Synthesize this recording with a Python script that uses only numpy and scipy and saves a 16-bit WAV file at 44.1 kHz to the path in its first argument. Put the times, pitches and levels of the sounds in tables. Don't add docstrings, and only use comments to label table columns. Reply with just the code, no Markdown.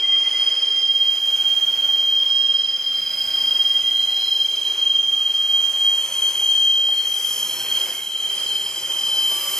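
import sys
import numpy as np
from scipy import signal
from scipy.fft import rfft, irfft, next_fast_len
from scipy.io import wavfile
from scipy.ndimage import uniform_filter1d, minimum_filter1d, map_coordinates

SR = 44100
rng = np.random.default_rng(int(sys.argv[2]) if len(sys.argv) > 2 else 0)


def store_wav(level_fs):
    pcm = np.round(np.clip(np.atleast_2d(level_fs), -1, 1) * 32767)
    wavfile.write(sys.argv[1], SR, pcm.T.astype(np.int16))


N = 422919
T = np.arange(N) / SR

# [t/s, f/Hz]
LOW_PITCH = [(0, 3199.5), (1.3, 3197), (2.2, 3191), (2.85, 3192), (3, 3187), (3.45, 3184), (3.6, 3193),
             (3.8, 3184), (5, 3175), (5.6, 3172), (6.5, 3181), (6.75, 3172), (6.95, 3180), (7.6, 3166),
             (8.15, 3145), (8.55, 3140), (8.78, 3144), (9.15, 3125), (9.59, 3129)]
# [t/s, f/Hz]
HIGH_PITCH = [(0, 3221), (.9, 3215), (2.4, 3212.5), (3.55, 3214), (3.7, 3208), (4.3, 3205), (5, 3198),
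              (5.7, 3193), (5.87, 3201), (6.05, 3194), (6.3, 3212), (7.2, 3222), (8.4, 3180)]
# [t/s, level/dB]
LOW_WHEEL = [(0.0, -24), (0.14, -14.5), (0.28, -23.5), (0.36, -31.5), (0.42, -23.5), (1.06, -18.5),
             (1.16, -25.0), (1.34, -20.5), (1.8, -26), (1.9, -18.5), (2.2, -19.5), (2.32, -32), (2.54, -23),
             (2.82, -26), (2.88, -22.5), (3.14, -27), (3.56, -22), (3.84, -28.5), (4.12, -26.5),
             (4.22, -38), (4.32, -22), (4.5, -21.5), (4.7, -37.5), (4.84, -22.5), (5.0, -25.5),
             (5.08, -31.5), (5.14, -22.5), (5.86, -37.5), (6.04, -30), (6.1, -37), (6.24, -18), (6.38, -27),
             (6.44, -21), (6.66, -14.5), (7.3, -27.0), (7.48, -24.5), (7.68, -37), (7.72, -22),
             (8.0, -39.5), (8.12, -22.5), (8.26, -21), (8.34, -29.5), (8.58, -17.5), (8.64, -27.5),
             (9.16, -19.5), (9.58, -27.5)]
# [t/s, level/dB]
HIGH_WHEEL = [(0.0, -28.5), (0.64, -26.5), (0.7, -50), (0.9, -22), (1.22, -41), (1.28, -26.5), (1.68, -22),
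              (2.16, -36), (2.3, -19), (2.5, -20), (2.86, -35.5), (3.74, -19.5), (4.62, -27.5), (4.9, -20),
              (5.22, -23.5), (5.54, -19), (5.8, -22.5), (5.88, -16.0), (6.08, -32.5), (6.5, -31),
              (6.72, -46), (7.16, -36.5), (7.28, -34), (9.58, -37)]
# [t/s, f/Hz]
RASP_PITCH = [(0, 3195), (5, 3185), (7.2, 3180), (8.4, 3160), (9.59, 3140)]
# [t/s, level/dB]
RASP = [(0, -34), (.32, -26.5), (.94, -30.5), (1.4, -27.5), (2.36, -29.5), (3.18, -33), (3.7, -28.5),
        (4.72, -27), (5.8, -30), (6.2, -26.5), (6.54, -25), (6.78, -30.5), (6.94, -33), (7.1, -28),
        (7.66, -28.5), (7.78, -22.5), (7.92, -30.5), (8.38, -27.5), (8.74, -31), (8.9, -26.5), (9.59, -32)]
# [f/Hz, width/Hz]
SIDE_MODES = [(4030, 120), (5040, 128)]
# [t/s, level/dB]
LOWER_RING = [(0, -62), (0.9, -50.5), (1.9, -56), (2.45, -45.5), (2.9, -48), (3.4, -48), (3.75, -49.5),
              (4.15, -50.5), (4.4, -48.5), (4.65, -41), (5, -54.5), (7, -52.5), (9.59, -45)]
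# [t/s, level/dB]
UPPER_RING = [(0, -44), (0.3, -39), (0.8, -41), (1.1, -40), (1.65, -46), (2.2, -45.5), (2.5, -41.5),
              (3, -38), (3.5, -36.5), (3.85, -42.5), (4.35, -41), (4.6, -45), (5, -47.5), (6, -49.5),
              (7, -48), (7.4, -46), (7.9, -59), (8.12, -51.5), (8.5, -51.5), (9.59, -52)]
# [f/Hz, width/Hz, level against the rolling curve/dB]
ROLLING_MODES = [(802, 46, -12.5), (2302, 71, -11), (4300, 25, -11.5), (5406, 19, -5.5), (5800, 51, -15),
                 (6390, 50, -18.5), (7300, 40, -13), (7630, 66, -12)]
# [t/s, level/dB]
ROLL = [(0.0, -44.5), (0.52, -43.5), (0.88, -48), (1.86, -45.0), (2.66, -49), (3.4, -44.5), (4.0, -48.5),
        (4.08, -46.5), (4.44, -48.5), (4.74, -45), (5.02, -49), (6.4, -43), (6.74, -48.5), (7.88, -40.5),
        (8.08, -49.0), (8.4, -42.5), (8.62, -45), (9.58, -40)]
# [t/s, level/dB]
SHAKE = [(0.0, -61.5), (1.36, -66.5), (1.39, -62), (2.67, -62), (3.44, -57.5), (4.3, -64.5), (6.65, -60.5),
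         (6.73, -66.5), (7.66, -53.5), (8.07, -61.5), (9.46, -58), (9.59, -61)]
# [t/s, level/dB]
FLANGE = [(0.0, -66), (0.05, -67), (0.37, -53.5), (0.88, -55), (1.36, -45), (2.06, -56), (2.88, -53.5),
          (3.28, -44.5), (4.75, -48.5), (5.02, -48.5), (6.22, -37.5), (6.81, -43), (7.32, -34.5),
          (7.91, -36), (8.14, -41.5), (8.36, -37.5), (8.86, -38), (9.59, -31.5)]
# [f/Hz, level/dB]
RUMBLE = [(20, -44), (32, -31), (45, 0.5), (70, -7), (120, 5.5), (190, 7), (280, 2), (420, -28), (900, -54)]
# [f/Hz, level/dB]
ROLLING = [(150, -61), (270, -6), (340, -0.5), (520, 1.5), (800, -2), (1100, -1), (1800, -2), (2700, -0.5),
           (3650, -24), (4700, -6.5), (5650, -11), (7000, -10.5), (10000, -12.5), (15000, -37)]
# [f/Hz, level/dB]
HISS = [(1500, -40), (3650, -11), (4300, -7), (5600, 2.5), (6400, 6), (8000, 6.5), (9600, 6), (12000, -2),
        (13000, -1.5), (14000, -7.5), (15500, -16)]
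# [f/Hz, level/dB]
SIZZLE = [(7000, -31), (9000, -26), (10700, 6), (12100, 5.5), (13200, -43), (15000, -34)]
# [start t/s, end t/s, f/Hz, level/dB, roughness 0-1]
SQUEAKS = [(.02, .19, 2050, -43, .7), (.21, .3, 2050, -42, .7), (.32, .43, 2050, -42, .7),
           (.3, 1.2, 2050, -52, .7), (.2, 1.05, 5068, -42, .4), (.25, 1, 5032, -44, .5),
           (.25, .65, 9500, -55, .9), (.85, 2.6, 14080, -58.5, 1), (1.5, 2.3, 14000, -59, 1),
           (2.1, 2.85, 5119, -43, .25), (2.45, 3.0, 5078, -44, .3), (2.85, 3.65, 5055, -38.5, .6),
           (2.9, 3.7, 5014, -42, .6), (2.9, 3.55, 4921, -43.5, .85), (3.5, 3.95, 5079, -43.5, .45),
           (4.1, 4.5, 5077, -43, .3), (2.16, 2.31, 3240, -28, .2), (2.65, 3.75, 14030, -58, 1),
           (3.45, 4.4, 2020, -54, .9), (3.8, 4.8, 11620, -59, .6), (3.9, 4.9, 9470, -55, .8),
           (3.85, 4.15, 4069, -46, .5), (4.08, 4.48, 4069, -40.5, .7), (4.15, 4.45, 4035, -43, .7),
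           (4.15, 4.52, 5119, -42, .35), (4.5, 4.85, 6130, -50, .4), (5.9, 6.7, 4280, -54, 1),
           (6.9, 7.12, 4270, -48, .85), (4.5, 6, 1235, -59, .9), (5.5, 6.5, 1080, -57, .7),
           (5.4, 6.8, 6420, -45, 1), (5.95, 6.9, 6335, -42.5, .55), (7.03, 7.11, 6380, -40, .7),
           (5.95, 6.7, 9499, -44, .3), (7.42, 7.85, 4250, -45, .9), (7.2, 7.58, 6485, -41, .5),
           (7.08, 7.32, 5952, -43, .3), (7.1, 7.55, 9780, -43, .5), (6.9, 7.7, 10835, -46, .6),
           (7.25, 7.68, 5368, -40.5, .6), (7.7, 7.95, 5015, -45, .7), (7.2, 8.1, 12112, -48, .4),
           (7.6, 8.15, 2170, -53, .9), (7.9, 9.7, 7130, -51, .8), (8.28, 8.95, 5022, -45, .5),
           (8.35, 8.7, 4245, -48, .9), (8.75, 9.8, 6080, -47.5, .55), (8.9, 9.7, 5010, -39.5, .55),
           (9.05, 9.7, 1160, -50, .6), (9.0, 9.8, 10697, -42.5, .5), (9.2, 9.8, 11060, -43, .8),
           (9.2, 9.8, 12055, -42, .6)]
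# [t/s, level/dB]
KNOCKS = [(0.786, -40), (5.587, -40), (6.11, -34), (6.886, -29), (7.871, -32), (8.773, -35), (8.895, -27),
          (9.144, -28), (9.315, -22.5)]
# [f/Hz, level/dB]
CLANK = [(80, -36), (250, -2.0), (450, 4), (900, 9), (2400, -46), (6000, -30)]
# [t/s, firing rate f/Hz, level/dB]
DIESEL = [(0, 92, -86), (1.3, 87.3, -69.5), (2.6, 85.3, -70.5), (3.35, 91.3, -60), (3.8, 91.2, -66.5),
          (6.7, 92.8, -67), (8.1, 99.7, -95), (8.45, 93.6, -62), (9.59, 94.4, -70)]
# [multiple of the firing rate, level/dB]
EXHAUST_ORDERS = [(.5, -24.5), (1, -1.0), (2, -5.5)]
# [f/Hz, level/dB]
DIFFUSE = [(60, -16), (400, -15.5), (1300, -14), (3200, -14), (5000, -5.5), (9000, -12.5), (15000, -6)]
# [t/s, lead of the left port/samples, left minus right/dB]
BEARING = [(0, 0.1, -0.2), (4.8, 0.4, 0.7), (6.2, 1, 1.5), (9.59, 0.92, 1.5)]
# [f/Hz, level/dB]
LEFT_COLOUR = [(60, -0.5), (400, -1.5), (1300, -0.67), (4400, 0.8), (8000, -5.7), (13000, 0.7)]
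RIGHT_COLOUR = [(60, 0.5), (400, 1.2), (1300, 1.0), (4400, 2.5), (8000, -7.4), (13000, 2.5)]

WAVER_HZ, WAVER_DB = 1.223, 0.44
WAVER_RATE_HZ = 7.47
HUMP_HZ, HUMP_DB = 3118, -6.5
SLIP_WIDTH = 0.017
HISS_SPREAD_DB = 4.8
NOTCH_HZ, TOP_HZ = 150, 15500


def undb(db):
    return 10 ** (np.asarray(db) / 20)


def unit(x):
    return x / np.sqrt(np.mean(np.abs(x) ** 2))


def curves(table):
    s, *columns = np.transpose(table)
    return [np.interp(T, s, column) for column in columns]


def colour(x, points):
    size = next_fast_len(N)
    hz, db = np.transpose(points)
    grid = np.arange(size // 2 + 1) * SR / size
    gain_db = np.interp(np.log(grid + 1), np.log(hz), db)
    return irfft(rfft(x, size) * undb(gain_db), size)[:N]


def noise(points):
    return unit(colour(rng.standard_normal(N), points))


def flutter(width_hz, steep=2.46, step=16):
    size = next_fast_len(N // step + 2)
    offset = np.fft.fftfreq(size, step / SR)
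    chance = rng.standard_normal(size) + 1j * rng.standard_normal(size)
    spectrum = chance / (1 + (offset / width_hz) ** 2) ** (steep / 2)
    slow = unit(np.fft.ifft(spectrum))
    return np.interp(np.arange(N) / step, np.arange(size), slow)


def walk(rate_hz):
    return np.sqrt(2) * flutter(rate_hz).real


def tone(hz, envelope=1):
    phase = 2 * np.pi * (np.cumsum(hz + np.zeros(N)) / SR + rng.random())
    wave = np.real(envelope) * np.cos(phase) - np.imag(envelope) * np.sin(phase)
    return np.sqrt(2) * wave


def crowded_modes(x, spread_db, size=2048):
    spectra = signal.stft(x, nperseg=size)[2]
    field = rng.standard_normal(spectra.shape)
    field = uniform_filter1d(field, size=3, axis=0)
    field = uniform_filter1d(field, size=22, axis=1)
    swelling = spectra * undb(spread_db * unit(field))
    return unit(signal.istft(swelling, nperseg=size)[1][:N])


def wheel(pitch, level):
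    (hz,), (db,) = curves(pitch), curves(level)
    moving_hz = hz + WAVER_HZ * walk(WAVER_RATE_HZ)
    moving_db = db + WAVER_DB * walk(WAVER_RATE_HZ)
    return tone(moving_hz, undb(moving_db))


def squeal(octave_db=-13, twelfth_db=-22):
    (hz,), (slip_db,) = curves(RASP_PITCH), curves(RASP)
    wheels = wheel(LOW_PITCH, LOW_WHEEL) + wheel(HIGH_PITCH, HIGH_WHEEL)
    rasp = tone(hz, flutter(width_hz=80, steep=2.71))
    hump = undb(HUMP_DB) * tone(HUMP_HZ, flutter(width_hz=20))
    octave = undb(octave_db) * tone(2 * hz, flutter(width_hz=197, steep=1.93))
    twelfth = undb(twelfth_db) * tone(3 * hz, flutter(width_hz=390, steep=3.2))
    return wheels + undb(slip_db) * (rasp + hump + octave + twelfth)


def side_modes(swell_db=2.2):
    levels = curves(LOWER_RING) + curves(UPPER_RING)
    out = np.zeros(N)
    for (hz, width), db in zip(SIDE_MODES, levels):
        out += undb(db + swell_db * walk(12)) * tone(hz, flutter(width_hz=width))
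    return out


def rolling_modes(waver_db=2):
    roll_db, = curves(ROLL)
    out = np.zeros(N)
    for hz, width, db in ROLLING_MODES:
        level = undb(roll_db + db + waver_db * walk(1.9))
        out += level * tone(hz, flutter(width_hz=width))
    return out


def rolling(rumble_db=2, tread_db=4, flange_db=3, sizzle_db=-43, hard_rub_db=-39, growth=1.6):
    (roll_db,), (hiss_db,), (shake_db,) = curves(ROLL), curves(FLANGE), curves(SHAKE)
    rumble = undb(shake_db + rumble_db + 0.68 * walk(5.8)) * noise(RUMBLE)
    tread_level = undb(roll_db + tread_db + 0.48 * walk(12.0))
    tread = tread_level * crowded_modes(noise(ROLLING), spread_db=2.0)
    hiss_level = undb(hiss_db + flange_db + .5 * walk(22))
    hiss = hiss_level * crowded_modes(noise(HISS), HISS_SPREAD_DB)
    rub_db = hiss_db - hard_rub_db
    sizzle_level = undb(sizzle_db + np.minimum(growth * rub_db, rub_db))
    sizzle = sizzle_level * crowded_modes(noise(SIZZLE), HISS_SPREAD_DB)
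    return rumble + tread + hiss + sizzle


def squeaks(gain_db=4.0):
    out = np.zeros(N)
    for start, end, hz, db, rough in SQUEAKS:
        progress = np.clip((T - start) / (end - start), 0, 1)
        swell = np.sqrt(np.maximum(np.sin(np.pi * progress), 0))
        wobble = flutter(SLIP_WIDTH * rough * hz)
        envelope = np.sqrt(1 - rough ** 2) + rough * wobble
        out += undb(db + gain_db) * swell * tone(hz, envelope)
    return out


def knocks(t60=0.11, gain_db=-9):
    blows = np.zeros(N)
    for s, db in KNOCKS:
        decay = np.exp(-np.log(1000) * np.maximum(T - s, 0) / t60)
        blows += undb(db + gain_db) * (T >= s) * decay
    return blows * noise(CLANK)


def diesel():
    hz, db = curves(DIESEL)
    out = np.zeros(N)
    for multiple, part_db in EXHAUST_ORDERS:
        unsteady = 1 + 0.26 * flutter(width_hz=7.8)
        out += undb(db + part_db) * tone(multiple * hz, unsteady)
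    return out


def scattered(x, t60=0.22, shift_hz=3.6):
    t = T[:SR // 3]
    out = np.zeros(N)
    for _ in range(3):
        response = rng.standard_normal(len(t)) * np.exp(-np.log(1000) * t / t60)
        out += walk(shift_hz) * signal.fftconvolve(x, response)[:N]
    return unit(out) * np.std(x) / np.sqrt(2)


def at_ports(x, lead, pan_db):
    ports = []
    for sign in (1, -1):
        shifted = map_coordinates(x, [np.arange(N) + sign * lead / 2], order=3)
        ports.append(undb(sign * pan_db / 2) * shifted)
    return np.array(ports)


def scene(squeal_lead=0.59, squeal_pan_db=0.05):
    screech = squeal()
    whistles = side_modes() + squeaks() + rolling_modes()
    train = whistles + rolling() + knocks() + diesel()
    further_wheels = rolling()
    side = colour(scattered(screech + whistles) + further_wheels, DIFFUSE)
    lead, pan_db = curves(BEARING)
    direct = at_ports(train, lead, pan_db)
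    direct += at_ports(screech, lead + squeal_lead, pan_db + squeal_pan_db)
    left, right = direct
    return np.array([colour(left + side, LEFT_COLOUR), colour(right - side, RIGHT_COLOUR)])


def notch_comb(x, feedback=0.45, depth=0.73):
    period = SR // NOTCH_HZ
    rows = np.pad(x, ((0, 0), (0, -N % period))).reshape(2, -1, period)
    notched = signal.lfilter([1, -1], [1, -feedback], rows, axis=1)
    notched = notched.reshape(2, -1)[:, :N] * (1 + feedback) / 2
    return depth * notched + (1 - depth) * x


def limiter(x, ceiling_db=-9, hold_s=0.0043):
    size = int(hold_s * SR) + 1
    peak = np.abs(x).max(axis=0) + 1e-9
    gain = np.minimum(1, undb(ceiling_db) / peak)
    return x * uniform_filter1d(minimum_filter1d(gain, size), size)


def record(dry):
    limited = limiter(notch_comb(dry))
    top_cut = signal.ellip(8, .2, 70, TOP_HZ, fs=SR, output="sos")
    return signal.sosfilt(top_cut, limited)


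dry = scene()
out = record(dry)
store_wav(out)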